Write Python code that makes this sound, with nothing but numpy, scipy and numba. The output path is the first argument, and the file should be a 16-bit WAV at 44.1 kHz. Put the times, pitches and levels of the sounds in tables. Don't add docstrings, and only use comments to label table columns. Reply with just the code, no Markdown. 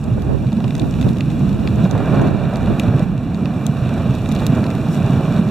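import sys
import numpy as np
from scipy import signal
from scipy.fft import rfft, irfft, next_fast_len
from scipy.io import wavfile
from scipy.ndimage import uniform_filter1d
from numba import njit

SR = 44100
rng = np.random.default_rng(int(sys.argv[2]) if len(sys.argv) > 2 else 0)


def inscribe(sig):
    pcm = np.round(np.clip(np.atleast_2d(sig).T, -1, 1) * 32767)
    wavfile.write(sys.argv[1], SR, pcm.astype(np.int16))


N = 242755


def undb(db):
    return 10 ** (np.asarray(db) / 20)


def unit(x):
    return x / np.sqrt(np.mean(x ** 2))


def along(table, hz):
    points = np.array(table)
    return np.interp(np.log(hz), np.log(points[:, 0]), points[:, 1])


@njit
def band_pass(x, hz, width):
    y, band, low = np.empty(len(x)), 0., 0.
    g, damping = np.tan(np.pi * hz / SR), width / hz
    for i in range(len(x)):
        v = (band + g * (x[i] + 1e-18 - low)) / (1 + g * (g + damping))
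        band = 2 * v - band
        low = low + 2 * g * v
        y[i] = damping * v
    return y


def band_pass_twice(x, hz, width):
    return band_pass(band_pass(x, hz, width), hz, width)


def random_levels(rate):
    hold = int(SR / rate)
    steps = rng.standard_normal(N // 500)[:N // hold + 1]
    held = np.repeat(steps, hold)
    return 0.8045 * uniform_filter1d(uniform_filter1d(held, hold), hold)[:N]


def random_impulses(rate, spread_db):
    excess = np.minimum(rng.exponential(size=N), 3)
    return (rng.random(N) < rate / SR) * undb(spread_db * excess)


def smear(x, decay_s):
    return signal.lfilter([1], [1, -np.exp(-1 / (decay_s * SR))], x)


# [Hz, dB]
PORT_DIFFERENCE = [(60, -1.5), (400, -3.5), (1300, -2.5), (2600, -2), (3500, -3.5), (4300, 4), (4700, -12),
                   (5600, -0.5), (7400, -3), (9500, -2), (11000, 1.5), (13000, -3), (15000, 4)]


def port_gains(hz):
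    return undb(np.outer([.5, -.5], along(PORT_DIFFERENCE, hz)))


# [s, dB, s]
GUST_EVENTS = [(0.08, -22, .04), (0.18, -20.5, .03), (0.30, -17.5, 0.081), (0.439, -16.5, 0.0111),
               (0.66, -25, .04), (0.75, -24, 0.0022), (0.833, -17, 0.0552), (1.07, -17.5, .07),
               (1.447, -24, 0.1488), (1.654, -22, 0.1558), (1.796, -23.5, 0.1091), (1.985, -21, 0.1285),
               (2.235, -15.5, 0.1293), (2.42, -27, 0.109), (2.609, -23.5, 0.0711), (2.714, -21.5, 0.0424),
               (2.883, -31.5, 0.0685), (3.043, -32, 0.1181), (3.24, -31.5, 0.006)]
CALM_DB, GUST_RISE = -45, 1.038


def gust_strength(t):
    slopes = []
    for peak_s, strength_db, fall_s in GUST_EVENTS:
        distance_s = np.maximum((peak_s - t) / GUST_RISE, t - peak_s)
        slopes.append(strength_db - 10 * distance_s / fall_s)
    return np.maximum(CALM_DB, np.max(slopes, axis=0))


# [Hz, Hz, dB, dB per dB of gust]
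WIND_BANDS = [(60.28, 63.7, -6, 0.4426), (117.84, 141.81, 4.5, 0.6342), (316.4, 263.2, -4.5, 1.301),
              (684.7, 368.9, -20, 1.625)]
GUST_DB, LEE_DB, WIND_FLUTTER_DB = -24.5, -8, 3.5


def wind(gust_db):
    out = np.zeros((2, N))
    for port, shelter_db in zip(out, (LEE_DB, 0)):
        flutter_db = WIND_FLUTTER_DB * random_levels(45)
        for hz, width, db, growth in WIND_BANDS:
            eddies = unit(band_pass_twice(rng.standard_normal(N), hz, width))
            band_db = GUST_DB + growth * (gust_db - GUST_DB) + db
            port += undb(band_db + shelter_db + flutter_db) * eddies
    return out


WHINE_HZ, WHINE_DB = 14835, -68


def whine(t):
    return np.sqrt(2) * undb(WHINE_DB) * np.sin(2 * np.pi * WHINE_HZ * t)


# [Hz, Hz, s]
TICK_RESONANCES = [ (2475.6, 1291.8, 0.001121), (3538.9, 1262, 0.0012164), (6430, 4075.5, 0.0009325),
                   (11176, 13360, 0.001176)]
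TICK_RING_HZ, TICK_RING_WIDTH_HZ, TICK_RING_DB = 3899.5, 203.3, -8


def tick_resonance(excite):
    sound = 0
    for x, (hz, width, _) in zip(excite, TICK_RESONANCES):
        sound = sound + np.sqrt(SR / width) * band_pass_twice(x, hz, width)
    return sound + undb(TICK_RING_DB) * band_pass(sound, TICK_RING_HZ, TICK_RING_WIDTH_HZ)


# [s, dB, Hz, octaves, dB]
LOUD_TICKS = [(0.0354, -42, 6200, 0.98, -1.0), (0.0409, -33, 5200, 0.94, -2.0),
              (0.221, -36, 8700, 3.0, -6.0), (0.4688, -35, 3300, 0.99, -1.0),
              (0.5205, -32, 1900, 1.46, -1.0), (0.5288, -33, 5000, 1.43, -2.0),
              (0.6042, -37, 3500, 1.58, -4.0), (0.6422, -24, 1700, 1.35, -3.0),
              (0.6796, -32, 1700, 2.39, -2.0), (0.7069, -25, 1700, 1.66, -2.0),
              (0.7524, -22, 4300, 0.96, 0.4), (0.7655, -33, 3400, 3.0, -5.0), (0.78, -34, 5900, 1.6, -1.0),
              (0.7967, -23, 4200, 1.04, 4.0), (0.8181, -35, 1800, 3.0, -9.0),
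              (0.9103, -31, 5500, 0.85, 2.0), (1.0126, -26, 1800, 3.0, -2.0),
              (1.0191, -33, 2000, 2.68, -3.0), (1.0269, -27, 1700, 1.92, 2.0),
              (1.086, -28, 1700, 1.88, -2.0), (1.09, -31, 5300, 1.6, 1.0), (1.1325, -37, 5300, 1.29, -1.0),
              (1.1694, -29, 2300, 1.77, 0.4), (1.1845, -32, 3800, 1.98, -1.0),
              (1.2074, -23, 2500, 1.4, -2.0), (1.302, -39, 2900, 1.65, 2.0), (1.3156, -36, 2000, 3.0, 0.4),
              (1.4928, -32, 4200, 1.73, -4.0), (1.5295, -37, 4300, 1.32, -1.0),
              (1.6748, -20, 1700, 1.67, -1.0), (1.687, -33, 1700, 2.2, -2.0), (1.759, -36, 7300, 1.4, -1.0),
              (1.8425, -33, 8000, 1.73, -2.0), (1.8509, -30, 1700, 1.81, -1.0),
              (1.9112, -26, 5700, 0.95, -13.0), (1.9785, -32, 1700, 2.58, -3.0),
              (2.2164, -32, 5200, 1.21, 1.0), (2.2727, -36, 7500, 2.42, -3.0),
              (2.5369, -35, 2800, 3.0, -3.0), (2.5581, -27, 3000, 2.65, -1.0),
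              (2.5695, -34, 5600, 2.02, -6.0), (2.6601, -32, 1700, 2.62, -2.0),
              (2.7974, -18, 7500, 3.0, 1.0), (2.9944, -32, 4800, 1.0, -10.0),
              (3.1785, -37, 4500, 1.57, -4.0), (3.3458, -29, 3400, 0.96, -2.0),
              (3.4567, -23, 1700, 1.18, -5.0), (3.6661, -19, 13300, 1.97, 11.0),
              (3.857, -36, 3600, 1.4, -2.0), (3.892, -37, 4100, 1.79, -3.0), (3.94, -37, 7500, 3.0, -8.0),
              (4.1515, -33, 4600, 3.0, -6.0), (4.2587, -30, 3800, 1.32, -2.0),
              (4.29, -29, 6500, 1.07, -5.0), (4.3157, -24, 2900, 1.08, -1.0),
              (4.3218, -24, 13300, 2.61, 1.0), (4.3499, -31, 8300, 2.48, -2.0),
              (4.3542, -32, 4700, 1.84, -2.0), (4.3628, -27, 1700, 2.22, -2.0),
              (4.3897, -30, 3000, 1.35, 0.4), (4.3965, -26, 2000, 1.56, -2.0),
              (4.4041, -32, 4100, 1.24, -1.0), (4.4663, -16, 12700, 2.09, -5.0),
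              (4.4712, -27, 13100, 1.55, 0.4), (4.5509, -28, 6300, 0.82, -3.0),
              (4.6412, -27, 1700, 2.66, 0.4), (4.6661, -27, 1700, 2.05, -3.0),
              (4.7034, -27, 1700, 2.25, 2.0), (4.7517, -30, 3400, 3.0, -1.0),
              (5.0629, -33, 3400, 1.48, -3.0)]
TICK_RESPONSE_DB = [0.8, -1.5, -3.5, -8]
CRACKLE_RESPONSE_DB = [-1, -5, -7, -15]
TICK_UNSHARED = [0.4, 0.85, 1.2, 1.5]
TICK_SNAP = 3.4295
CRACKLE_RATE, CRACKLE_DB, CRACKLE_SPREAD_DB = 70, -45.5, 2.2
CRACKLE_COLOUR_DB = 3.5


def ticks(spray_db):
    start_s, blow_db, centre_hz, spread, pan_db = np.transpose(LOUD_TICKS)
    octaves = np.log2(np.array(TICK_RESONANCES)[:, :1] / centre_hz)
    modes_db = blow_db + np.array(TICK_RESPONSE_DB)[:, None] - 10 * (octaves / spread) ** 2
    at = (start_s * SR).astype(int)
    small = random_impulses(CRACKLE_RATE, CRACKLE_SPREAD_DB)
    small = small * undb(CRACKLE_DB + spray_db - spray_db.mean())
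    colour, shared, *own = rng.standard_normal((4, len(TICK_RESONANCES), N))
    colour_db = CRACKLE_COLOUR_DB * np.clip(colour, -2, 2) + np.array(CRACKLE_RESPONSE_DB)[:, None]
    apart = np.array(TICK_UNSHARED)[:, None]
    out = []
    for side, noise in zip((.5, -.5), own):
        blows = small * undb(colour_db)
        blows[:, at] = undb(modes_db + side * pan_db)
        bursts = np.array([smear(b, decay) for b, (_, _, decay) in zip(blows, TICK_RESONANCES)])
        rattle = (np.sign(shared) + apart * np.sign(noise)) / np.sqrt(1 + apart ** 2)
        out.append(tick_resonance(bursts * rattle + TICK_SNAP * blows))
    return np.array(out)


# [s, dB, Hz]
CRUST_BREAKS = [(0.173, -23.5, 575), (0.522, -24, 608), (0.583, -22, 533.5), (0.601, -24, 654),
                (0.638, -22.5, 657), (1.159, -22.5, 455.8), (1.782, -25, 651), (1.85, -16.5, 527.4),
                (1.95, -18.5, 521.7), (1.999, -16.5, 641.7), (2.136, -19, 715.4), (2.203, -15, 461.7),
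                (2.527, -18, 588.6), (2.669, -20, 711), (2.838, -22, 630.6), (2.88, -19.5, 598),
                (2.997, -17, 452.2), (3.453, -23.5, 619.8), (3.927, -26, 646), (4.14, -22.5, 634.6),
                (4.414, -18.5, 768.5), (4.628, -20, 451), (5.049, -24, 630), (5.202, -15.5, 459.5),
                (5.275, -18.5, 553.7)]
CRUNCH_WIDTH, CRUNCH_S = 0.91, 0.0044106


def crunches():
    out, t = np.zeros(N + SR), np.arange(SR // 10) / SR
    envelope = t * np.exp(-t / CRUNCH_S)
    noise = rng.standard_normal((len(CRUST_BREAKS), len(t)))
    for (start_s, peak_db, hz), burst in zip(CRUST_BREAKS, noise):
        puff = band_pass_twice(burst * envelope, hz, CRUNCH_WIDTH * hz)
        i = int(start_s * SR)
        out[i:i + len(t)] += undb(peak_db) * puff / np.max(np.abs(puff))
    return out[:N] * port_gains(713)


# [s, dB, Hz]
TRAIL_BUMPS = [(0.123, -8, 116), (0.349, -14, 113), (0.468, -10, 122.6), (0.528, -14, 210),
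               (0.572, -11.5, 209.8), (0.651, -14, 128), (0.818, -14.5, 124.8), (1.048, -10, 125.3),
               (1.107, -9.5, 166.5), (1.419, -13.5, 147), (1.519, -10, 205.2), (1.78, -8, 136),
               (1.842, -6.5, 187), (1.948, -11.5, 115.5), (2.279, -9.5, 157.9), (2.348, -14, 209),
               (2.473, -13.5, 137.6), (2.687, -14, 207), (2.891, -5, 115.3), (2.949, -7.5, 131.7),
               (3.093, -14, 173), (3.449, -13.5, 112), (3.697, -7.5, 149.2), (3.827, -8, 119.9),
               (3.87, -9, 139.8), (4.099, -8.5, 131.1), (4.32, -10, 215.5), (4.421, -14, 143),
               (4.501, -9.5, 150.3), (4.798, -14, 223.8), (4.891, -9, 165.2), (5.043, -10.5, 119.6),
               (5.103, -6, 173.4), (5.178, -6.5, 135), (5.279, -12, 153.5), (5.399, -10, 182),
               (5.461, -12.5, 139.3)]
JOLT_RISE_S, JOLT_T60_S = 0.0079887, 0.059894


def jolts():
    out, t = np.zeros(N + SR), np.arange(SR // 5) / SR
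    envelope = t * np.exp(-np.log(1000) * t / JOLT_T60_S)
    for swell_s, peak_db, hz in TRAIL_BUMPS:
        swing = envelope * np.sin(2 * np.pi * hz * t)
        i = int((swell_s - JOLT_RISE_S) * SR)
        out[i:i + len(t)] += undb(peak_db) * swing / np.max(np.abs(swing))
    return out[:N] * port_gains(160)


# [s, dB]
LEVEL_DROPS = [(1.119, 4.5), (1.52, 1.5), (1.868, 3), (2.2, 2), (2.288, 4), (2.89, 3.5), (3.045, 5.5),
               (4.45, 3.5), (4.6, 3), (5.18, 2.5), (5.402, 5)]
START_DB, CLIMB_DB_PER_S, DROP_S = -6.9, 8, 0.00577


def climb_and_drops(t):
    db = START_DB + CLIMB_DB_PER_S * t
    for start_s, depth_db in LEVEL_DROPS:
        db = db - depth_db * (t > start_s)
    return uniform_filter1d(db, int(DROP_S * SR))


# [s, dB, dB, dB]
RUNNER_LEVELS = [(0, -17, -33.5, -49), (0.1, -18.5, -28, -50.5), (0.52, -16.5, -36, -53.5),
                 (0.7, -18, -33.5, -52.5), (0.85, -19.5, -35, -54), (1.08, -17.5, -34.5, -52),
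                 (1.3, -16.5, -32.5, -53), (1.75, -19, -33.5, -54), (1.95, -18.5, -27, -54),
                 (2.2, -17.5, -24, -53), (2.45, -17.5, -25, -53), (2.75, -18, -27, -53),
                 (3.05, -13, -26.5, -52), (3.3, -14, -29, -54), (3.6, -14.5, -28.5, -52),
                 (3.75, -20, -31, -53), (3.95, -18, -28.5, -54), (4.22, -20, -34.5, -55),
                 (4.4, -21, -32.5, -54), (4.55, -14.5, -28.5, -52), (4.72, -19, -29.5, -51),
                 (4.9, -19, -31, -53), (5.1, -19.5, -31, -54), (5.35, -19, -29, -52.5),
                 (5.5, -14, -28, -51)]
# [s, dB]
SWAY_LEVELS = [(0.0, -27), (0.07, -16), (0.45, -23), (0.69, -37), (0.87, -27.5), (1.35, -32), (1.55, -26),
               (2.45, -36), (2.64, -22), (2.82, -33), (3.25, -27), (3.68, -34), (3.95, -28.5), (4.91, -35),
               (5.2, -32), (5.5, -38)]
HISS_DB, HISS_PER_SCRAPE, SCRAPE_DB = -43, 0.421, -31
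SWISH_S, SWISH_HALF_S, SWISH_DB = 4.94, .035, 7


def runner_levels(t):
    time_s, *columns = np.transpose(RUNNER_LEVELS)
    rumble_db, scrape_db, spray_db = (np.interp(t, time_s, c) for c in columns)
    sway_db = np.interp(t, *np.transpose(SWAY_LEVELS))
    hiss_db = HISS_DB + HISS_PER_SCRAPE * (scrape_db - SCRAPE_DB)
    spray_db = spray_db + SWISH_DB * np.exp(-((t - SWISH_S) / SWISH_HALF_S) ** 2)
    return [sway_db, rumble_db, scrape_db, hiss_db, spray_db]


# [Hz, dB, 1/s, 0-1]
GLIDE_LAYERS = [(85, 0, 3.33, 0.1), (330, 0.8, 10, 0.07), (2200, 0.8613, 18, 0.16), (4400, 0.7, 25, 0.1),
                (15000, 0.5, 58, 0)]
# [Hz, dB per Hz]
BODY_SPECTRUM = [(18, -27.5), (30, -32), (50, -17.5), (75, -16), (100, -6.5), (130, -0.5), (175, -3.5),
                 (215, -2), (270, -9.5), (340, -16.5), (520, -22), (650, -19), (910, -29.5), (1100, -28),
                 (1570, -32.5), (2100, -42)]
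# [Hz, dB per Hz]
SNOW_SPECTRUM = [(2100, -14), (2320, 2.5), (2800, 2.5), (3300, -3.5), (3850, -2), (4300, -7), (4700, -17),
                 (5800, -4.5), (6300, -16), (7300, -9.5), (9500, -15.5), (12500, -18.5), (14700, -21.5),
                 (16500, -36)]
# [Hz, 0-1]
PORT_LIKENESS = [(30, 0.88), (60, 0.95), (130, 0.99), (300, 1), (800, 1), (1400, 1), (2600, 0.96),
                 (3500, 0.95), (4200, 0.57), (6800, 0.93), (8500, 0.22), (10000, 0.27), (12000, 0),
                 (14500, 0.62)]
LEAD_S = .000012
GRAIN_RATE, GRAIN_SPREAD_DB, GRAIN_S = 360, 7, 0.0008037


def glide(levels_db):
    size = next_fast_len(N)
    f = np.maximum(np.arange(size // 2 + 1) * SR / size, 1)
    snow_db = along(SNOW_SPECTRUM, f) - SNOW_SPECTRUM[0][1] + BODY_SPECTRUM[-1][1]
    colour = undb(np.where(f < SNOW_SPECTRUM[0][0], along(BODY_SPECTRUM, f), snow_db))
    like = np.clip(along(PORT_LIKENESS, f), 0, 1)
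    ports = port_gains(f) * np.exp(2j * np.pi * np.outer([LEAD_S, 0], f))
    grains = unit(smear(random_impulses(GRAIN_RATE, GRAIN_SPREAD_DB), GRAIN_S))
    centres = 25 * 2 ** (np.arange(29) / 3)
    out, low = 0, 0
    for (top, flicker_db, rate, share), db in zip(GLIDE_LAYERS, levels_db):
        layer, shared, share = 0, random_levels(rate / 2), np.clip(share, 0, 1)
        roughness = np.sqrt(1 - share + share * grains ** 2)
        for hz in centres[(centres >= low) & (centres < top * 1.1)]:
            strength = undb(flicker_db * (shared + random_levels(rate))) * roughness
            mid, side = rfft(strength * rng.standard_normal((2, N)), size)
            band = colour * np.cos(np.pi / 2 * np.clip(3 * np.log2(f / hz), -1, 1))
            opposed = side * np.array([[1], [-1]])
            layer = layer + band * (np.sqrt(1 + like) * mid + np.sqrt(1 - like) * opposed)
        layer = irfft(layer * ports, size)[:, :N]
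        out = out + undb(db) * layer / np.std(layer.mean(axis=0))
        low = top * 1.1
    return out


def scene():
    t = np.arange(N) / SR
    levels_db = runner_levels(t)
    spray_db, swell_db = levels_db[-1], climb_and_drops(t)
    steady = undb(swell_db) * (glide(levels_db) + whine(t))
    return wind(gust_strength(t)) + ticks(spray_db + swell_db) + crunches() + jolts() + steady


# [Hz, Hz]
CAMERA_NOTCHES = [(2207, 296.26), (3105, 312), (4104, 94.8), (5105, 62.1), (6110, 83.9)]
MIC_TOP_HZ, TOP_HZ = 15200, 16300
KNEE, CEILING = .6, .87


def record(dry):
    for hz, width in CAMERA_NOTCHES:
        dry = dry - np.array([band_pass(x, hz, width) for x in dry])
    roll_off = signal.cheby1(N=5, rp=1, Wn=MIC_TOP_HZ, fs=SR, output="sos")
    dry = signal.sosfilt(roll_off, dry)
    straight = np.clip(dry, -KNEE, KNEE)
    rounded = straight + (CEILING - KNEE) * np.tanh((dry - straight) / (CEILING - KNEE))
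    top_cut = signal.ellip(8, .2, 70, TOP_HZ, fs=SR, output="sos")
    return signal.sosfilt(top_cut, rounded)


dry = scene()
out = record(dry)
inscribe(out)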